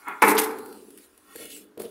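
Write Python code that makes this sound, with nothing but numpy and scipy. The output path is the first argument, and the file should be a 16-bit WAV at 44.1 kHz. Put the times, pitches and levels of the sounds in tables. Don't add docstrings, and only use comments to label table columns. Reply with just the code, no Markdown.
import sys
import numpy as np
from scipy import signal
from scipy.io import wavfile
from scipy.ndimage import uniform_filter1d

SR = 44100
rng = np.random.default_rng(int(sys.argv[2]) if len(sys.argv) > 2 else 0)


def to_linear_factor(level_db):
    exponent = np.asarray(level_db, float) / 20
    return 10 ** exponent


def waveform_to_disk(signal):
    frames = np.transpose(np.atleast_2d(signal))
    scaled = np.clip(frames, -1, 1) * 32767
    samples = np.round(scaled).astype(np.int16)
    wavfile.write(sys.argv[1], SR, samples)


N = 83790
TIME = np.arange(N) / SR


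# time in seconds, level in dB.
SLIDE_PRESSURE = [
    (0, -59),
    (.05, -49),
    (.075, -34),
    (.095, -29),
    (.125, -37.5),
    (.16, -44.5),
    (.215, -53.5),
    (.25, -70.5),
]
# frequency in Hz, density in dB per Hz.
SLIDE_SPECTRUM = [(110, -45.5), (180, -17), (337, -10.5), (415, -9), (490, -26), (879, -6.5), (1390, -6),
                  (2230, -17), (5000, -44), (6500, -75), (11000, -120)]
# frequency in Hz, width in Hz, level in dB.
SLIDE_MODES = [(400, 68, -10.5), (830, 60, -5.5), (972, 21, 2), (1165, 100, -10.5), (1380, 56, 3.5),
               (1760, 40, -4.5), (1950, 60, -11), (2170, 80, 4), (2450, 70, 1), (3350, 64, 2)]


def bucket_slide():
    rasp = colour(grains(3), SLIDE_SPECTRUM)
    pressure_db = np.interp(TIME, *np.transpose(SLIDE_PRESSURE), right=-120)
    return to_linear_factor(pressure_db) * evened(rasp + 1.5 * resonances(rasp, SLIDE_MODES))


# start in seconds, rise in seconds, hold in seconds,
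# body level in dB, grit level in dB.
CONTACTS = [(0.2201, 0.0011, 0.0077, -15.5, -24), (0.23, 0.0023, 0.014, -19.5, -37.5),
            (0.244, .003, 0.026, -33.5, -33), (0.271, .003, .005, -20, -40),
            (0.277, .005, 0.016, -25, -24.5), (0.301, .002, 0.0047, -49, -27),
            (0.309, .003, 0.0074, -25.5, -28.5), (0.326, .003, .004, -40, -40),
            (0.345, 0.003, 0.012, -30.5, -36), (0.368, .002, 0.0014, -47, -51),
            (0.3802, 0.001, 0.0039, -25, -23), (0.384, 0.005, 0.01, -27.5, -21.5),
            (0.409, .002, 0.0013, -33, -42), (0.413, 0.004, 0.0041, -40, -30),
            (0.429, 0.0087, 0.0077, -39, -29), (0.509, 0.0012, 0.0028, -36.5, -46)]
# time in seconds, level in dB.
RIM_BLOWS = [(0.2212, 4), (0.2243, 3), (0.2256, 1.5), (0.2263, 4), (0.2291, 8), (0.2383, 5.5), (0.244, -3),
             (0.2881, 3.5), (0.2994, -4.5), (0.3803, -4.5), (0.3861, -1.5), (0.507, -21)]
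# frequency in Hz, density in dB per Hz.
BODY_SPECTRUM = [(90, -28), (170, -26), (205, -13.5), (445, -4.5), (600, -14), (860, 2), (1400, -3),
                 (2300, -5.5), (2650, -11.5), (2950, -21)]


def bucket_body():
    fall_s, grain_spread_db = 0.022, 4
    push = sum(stroke(start, rise, hold, db, fall_s) for start, rise, hold, db, _ in CONTACTS)
    push = push * grains(grain_spread_db)
    blows = np.zeros(N)
    for start, db in RIM_BLOWS:
        blows[round(start * SR)] = -to_linear_factor(db)
    rim_hz, rim_width_hz, rim_db = 2248, 270, -1
    clack = to_linear_factor(rim_db) * resonate(blows, rim_hz, rim_width_hz)
    return colour(push + blows + clack, BODY_SPECTRUM)


# frequency in Hz, density in dB per Hz.
GRIT_SPECTRUM = [(1760, -38.5), (3000, -9.5), (3170, -6), (6710, -8.5), (9530, 0), (12000, 1.5),
                 (14800, -5.5), (16000, -19)]
# start in seconds, rise in seconds, hold in seconds, level in dB.
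CRACKS = [
    (0.2173, .001, 0.016, -33.5),
    (0.367, .001, .002, -31.5),
    (0.3763, .001, 0.011, -24.5),
    (0.43, .001, 0.0018, -37.5),
    (1.5, 0.0043, 0.021, -50),
    (1.7742, 0.00078, 0.0028, -59.5),
    (1.835, 0.0046, 0.015, -56),
]
# frequency in Hz, density in dB per Hz.
CRACK_SPECTRUM = [(1800, -15), (2800, 6.5), (4200, 3), (6000, -2), (8500, -16)]


def bucket_grit():
    fall_s = 0.035
    drag = sum(stroke(start, rise, hold, db, fall_s) for start, rise, hold, _, db in CONTACTS)
    grit = colour(drag * grains(1.5), GRIT_SPECTRUM)
    crack = sum(stroke(*row, fall_s) for row in CRACKS)
    return grit + colour(crack * grains(3), CRACK_SPECTRUM)


# frequency in Hz, level in dB, 60 dB decay time in seconds.
RING_MODES = [(207.8, 1, 1), (295.7, -2.5, 0.78), (305.5, 0.5, 0.53), (358.3, -7, 0.7), (413.5, 2, 0.55),
              (437.7, 2.5, 0.93), (436.4, -1.5, 1), (806, -8, 0.79), (867, -11, 0.13), (888, -8, 0.85),
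              (922, -12.5, 0.25), (1144, -16, .3), (1290, -6, 0.13), (1456, -9, 0.69)]


def bucket_ring(body):
    bend = 0.012
    settle_s, base_hz, settled_t60_s = 0.447, 250, 0.1
    drift = uniform_filter1d(rng.standard_normal((len(RING_MODES), N // 512 + 2)), 5, 1)
    drift_time = np.arange(drift.shape[1]) * 512 / SR
    total = np.zeros(N)
    for (hz, db, t60), wander in zip(RING_MODES, drift):
        pitch = hz * (1 + bend * np.interp(TIME, drift_time, evened(wander)))
        gain = to_linear_factor(db) / np.sqrt(t60) * t60 * SR / 14
        mode = gain * resonate(body, pitch, 2.6 / t60)
        if hz < base_hz:
            mode = mode * to_linear_factor(-60 * np.maximum(TIME - settle_s, 0) / settled_t60_s)
        total += mode
    return total / np.sqrt(SR * len(RING_MODES) / 60)


def bucket():
    body, grit, slide = bucket_body(), bucket_grit(), bucket_slide()
    wet = room(to_linear_factor(-4.5) * body + to_linear_factor(-9.5) * grit + to_linear_factor(-8.5) * slide)
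    return body + grit + slide + to_linear_factor(-9.5) * bucket_ring(body) + wet


# time in seconds, hiss level in dB, rub pitch in Hz, rub level in dB.
CLOTH_MOTION = [(0, -58, 2500, -90), (0.202, -60.5, 3500, -69.5), (0.759, -54, 4540, -65),
                (0.862, -59, 3040, -87), (1.048, -54, 1474, -63), (1.088, -64.5, 1340, -70),
                (1.22, -64, 867, -70), (1.309, -56.5, 1100, -49.5), (1.355, -48.5, 1515, -54),
                (1.42, -41.5, 1947, -44.5), (1.49, -49, 2400, -54.5), (1.518, -42.5, 2800, -50),
                (1.575, -44.5, 2276, -60), (1.62, -53, 2920, -66.5), (1.68, -72, 3036, -79),
                (1.785, -83.5, 1590, -91), (1.797, -42.5, 1600, -50.5), (1.9, -58.5, 1564, -82)]
# frequency in Hz, density in dB per Hz.
WEAVE_SPECTRUM = [(1470, -33.5), (2500, -9), (2940, -10.5), (3630, -13), (4210, -10.5), (6150, -14.5),
                  (10500, -4.5), (14700, -15.5), (16000, -5)]
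# frequency in Hz, width in Hz, level in dB.
BOWL_HOLLOWS = [(813, 40, -5.5), (1100, 90, -3.5), (1370, 150, -2), (1882, 70, -0.5), (2185, 90, -2),
                (2651, 50, -0.5), (2939, 100, 1.5), (3460, 140, 3), (4136, 140, 1.5), (4560, 120, 0),
                (4930, 80, -3)]


def cloth():
    patchy_db, rub_width_hz = 4, 1200
    times, hiss_db, rub_hz, rub_db = np.transpose(CLOTH_MOTION)
    _, _, spectrum = signal.stft(grains(0.78), SR, nperseg=256)
    patches = uniform_filter1d(rng.standard_normal(spectrum.shape), 2, 0)
    patches = evened(uniform_filter1d(patches, 20, 1))
    patchy = signal.istft(spectrum * to_linear_factor(patchy_db * patches), SR, nperseg=256)[1][:N]
    hiss = evened(colour(patchy, WEAVE_SPECTRUM))
    pitch = np.interp(TIME, times, rub_hz)
    rub = resonate(grains(3.5), pitch, rub_width_hz)
    rub = resonate(rub, pitch, rub_width_hz)
    rub = resonances(resonances(rub, BOWL_HOLLOWS), BOWL_HOLLOWS)
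    return to_linear_factor(np.interp(TIME, times, hiss_db)) * hiss + to_linear_factor(np.interp(TIME, times, rub_db)) * rub


# start in seconds, rise in seconds, hold in seconds, level in dB.
STEPS = [
    (1.351, 0.00425, 0.0024, -42.5),
    (1.38, 0.009, 0.066, -48.5),
    (1.465, 0.0027, 0.09, -63.5),
    (1.644, 0.00335, .002, -63),
    (1.717, 0.00233, 0.0023, -63.5),
    (1.772, 0.00217, 0.027, -43.5),
    (1.799, .003, 0.018, -39),
    (1.834, 0.0036, 0.023, -43.5),
    (1.863, 0.0031, 0.025, -55),
]
# frequency in Hz, density in dB per Hz.
STEP_SPECTRUM = [(60, -17), (170, -15.5), (215, -3), (300, -3.5), (460, 0.5), (620, -9), (900, -21),
                 (1500, -23)]
# frequency in Hz, width in Hz, level in dB.
FLOOR_MODES = [(469, 20, -0.5), (305, 19, -3), (372, 18, -16), (623, 43, -9.5), (766, 46, -12),
               (930, 63, -6)]


def steps():
    fall_s, heel_db = 0.053, 27
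    push = sum(stroke(*row, fall_s) for row in STEPS) * rng.standard_normal(N)
    heels = np.zeros(N)
    for start, rise, hold, db in STEPS:
        heels[round((start + rise) * SR)] = to_linear_factor(db + heel_db - 1400 * rise)
    thud = colour(push + heels, STEP_SPECTRUM)
    boom = sum(to_linear_factor(db + 1.5) * resonate(thud, hz, width) for hz, width, db in FLOOR_MODES)
    dry = thud + boom
    return dry + to_linear_factor(-9.5) * room(dry)


# time in seconds, peak level in dB.
TICKS = [(0.0819, -27), (0.5702, -42), (0.5853, -29.5), (0.5899, -35.5), (0.659, -33), (0.69, -42),
         (0.7259, -33.5), (0.7612, -47), (0.9041, -36.5), (0.9747, -32.5), (0.9844, -37.5), (1.1763, -39.5),
         (1.3582, -24.5), (1.4545, -27.5), (1.502, -33), (1.5644, -32), (1.6398, -44), (1.7756, -37.5),
         (1.798, -27.5), (1.818, -26), (1.876, -52), (1.892, -49)]
# frequency in Hz, density in dB per Hz.
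TICK_SPECTRUM = [(880, -35.5), (1500, -3.5), (3520, -10.5), (6630, -13), (10000, -0.5), (12500, -2),
                 (16000, -10)]


def ticks():
    fall_s = 0.019
    snap = sum(stroke(start, 0.00077, 0.0006, db - 10, fall_s) for start, db in TICKS)
    dry = colour(snap * rng.standard_normal(N), TICK_SPECTRUM)
    return dry + to_linear_factor(-6.5) * room(dry)


# time in seconds, level in dB.
DRAIN_LEVEL = [
    (.3, -63),
    (.55, -48.5),
    (0.8, -50),
    (1.0, -53.5),
    (1.06, -85.5),
    (1.297, -59.5),
    (1.6, -52.5),
    (1.75, -61.5),
    (1.9, -62),
]
# frequency in Hz, width in Hz, level in dB.
DRAIN_PIPE = [(215.5, 28, -4.5), (298.8, 72, 0), (372, 37, -4), (434, 18, 3), (790, 49.9, -8),
              (883, 45, -4), (1380, 200, -8.5)]


def drain():
    sag_per_s = 0.074
    bowl_hz, empty_s, fade_s, fade_db = 600, 0.76, 0.047, -27
    noise = rng.standard_normal(N)
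    sag = 1 - sag_per_s * np.minimum(TIME - 0.5, 0.5)
    fade = fade_db * np.clip((TIME - empty_s) / fade_s, 0, 1)
    slosh = np.zeros(N)
    for hz, width, db in DRAIN_PIPE:
        once = resonate(noise, hz * sag, width)
        slosh += to_linear_factor(db + fade * (hz > bowl_hz)) * resonate(once, hz * sag, width)
    times, level_db = np.transpose(DRAIN_LEVEL)
    return to_linear_factor(np.interp(TIME, times, level_db, left=-100)) * evened(slosh)


# frequency in Hz, density in dB per Hz.
AIR_SPECTRUM = [(30, -15), (70, -9), (160, -24.5), (300, -3.5), (700, -15), (1600, -15.5), (2500, -26),
                (11000, -33.5), (16000, -34.5)]


def still_air():
    return to_linear_factor(-64) * evened(colour(rng.standard_normal(N), AIR_SPECTRUM))


# frequency in Hz, 60 dB decay time in seconds.
ROOM_DECAY = [(150, 1.2), (220, 1.2), (300, 1.4), (450, 1.24), (600, 0.85), (880, 0.71), (1400, 0.65),
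              (2400, 0.41), (10000, 0.29)]


def room(x):
    taps = np.zeros(SR)
    at = np.arange(200, SR - 20, 20) + rng.integers(0, 20, (SR - 201) // 20)
    taps[at] = rng.choice([-1., 1.], at.shape)
    hz, t, spectrum = signal.stft(taps, SR, nperseg=1024, noverlap=768)
    decay = to_linear_factor(-60 * t / read(ROOM_DECAY, hz)[:, None])
    tail = signal.istft(spectrum * decay, SR, nperseg=1024, noverlap=768)[1]
    return signal.fftconvolve(x, tail / np.linalg.norm(tail))[:N]


def resonate(x, hz, width_hz):
    turn = np.exp(2j * np.pi * np.cumsum(hz * np.ones(N)) / SR)
    r = np.exp(-np.pi * width_hz / SR)
    return 2 * (turn * signal.lfilter([1 - r], [1, -r], x / turn)).real


def resonances(x, table):
    return evened(sum(to_linear_factor(db) * resonate(x, hz, width) for hz, width, db in table))


def stroke(start, rise, hold, db, fall):
    t = TIME - start
    return np.clip(t / rise, 0, 1) ** 2 * to_linear_factor(db - 60 * np.maximum(t - rise - hold, 0) / fall)


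def grains(spread_db):
    size_db = spread_db * np.minimum(rng.exponential(1, N // 32 + 1), 3)
    return evened(to_linear_factor(np.repeat(size_db, 32)[:N]) * rng.standard_normal(N))


def colour(x, points):
    hz = abs(np.fft.fftfreq(4096, 1 / SR))
    low, high = points[0][0], points[-1][0]
    outside = np.maximum(low / (hz + 1), 1) * np.maximum(hz / high, 1)
    db = read(points, hz) - 24 * np.log2(outside)
    log_gain = np.log(to_linear_factor(np.maximum(db, -100)))
    phase = -signal.hilbert(log_gain).imag
    taps = np.fft.ifft(np.exp(log_gain + 1j * phase)).real[:2048]
    return signal.oaconvolve(x, taps / np.linalg.norm(taps))[:N]


def read(points, hz):
    f, value = np.transpose(points)
    return np.interp(np.log(hz + 1), np.log(f + 1), value)


def evened(x):
    return x / np.sqrt(np.mean(x ** 2) + 1e-20)


def scene():
    return (bucket() + cloth() + steps() + ticks() + drain() + still_air())[None]


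def roll_off(x):
    return signal.sosfilt(signal.butter(12, 16450, fs=SR, output="sos"), x)


def record(dry):
    edge_hz = 15750
    low_pass = signal.firwin(401, edge_hz, window=("kaiser", 8), fs=SR)
    mix = signal.oaconvolve(np.tanh(dry), low_pass[None], "same")
    return roll_off(mix)


dry = scene()
out = record(dry)
waveform_to_disk(out)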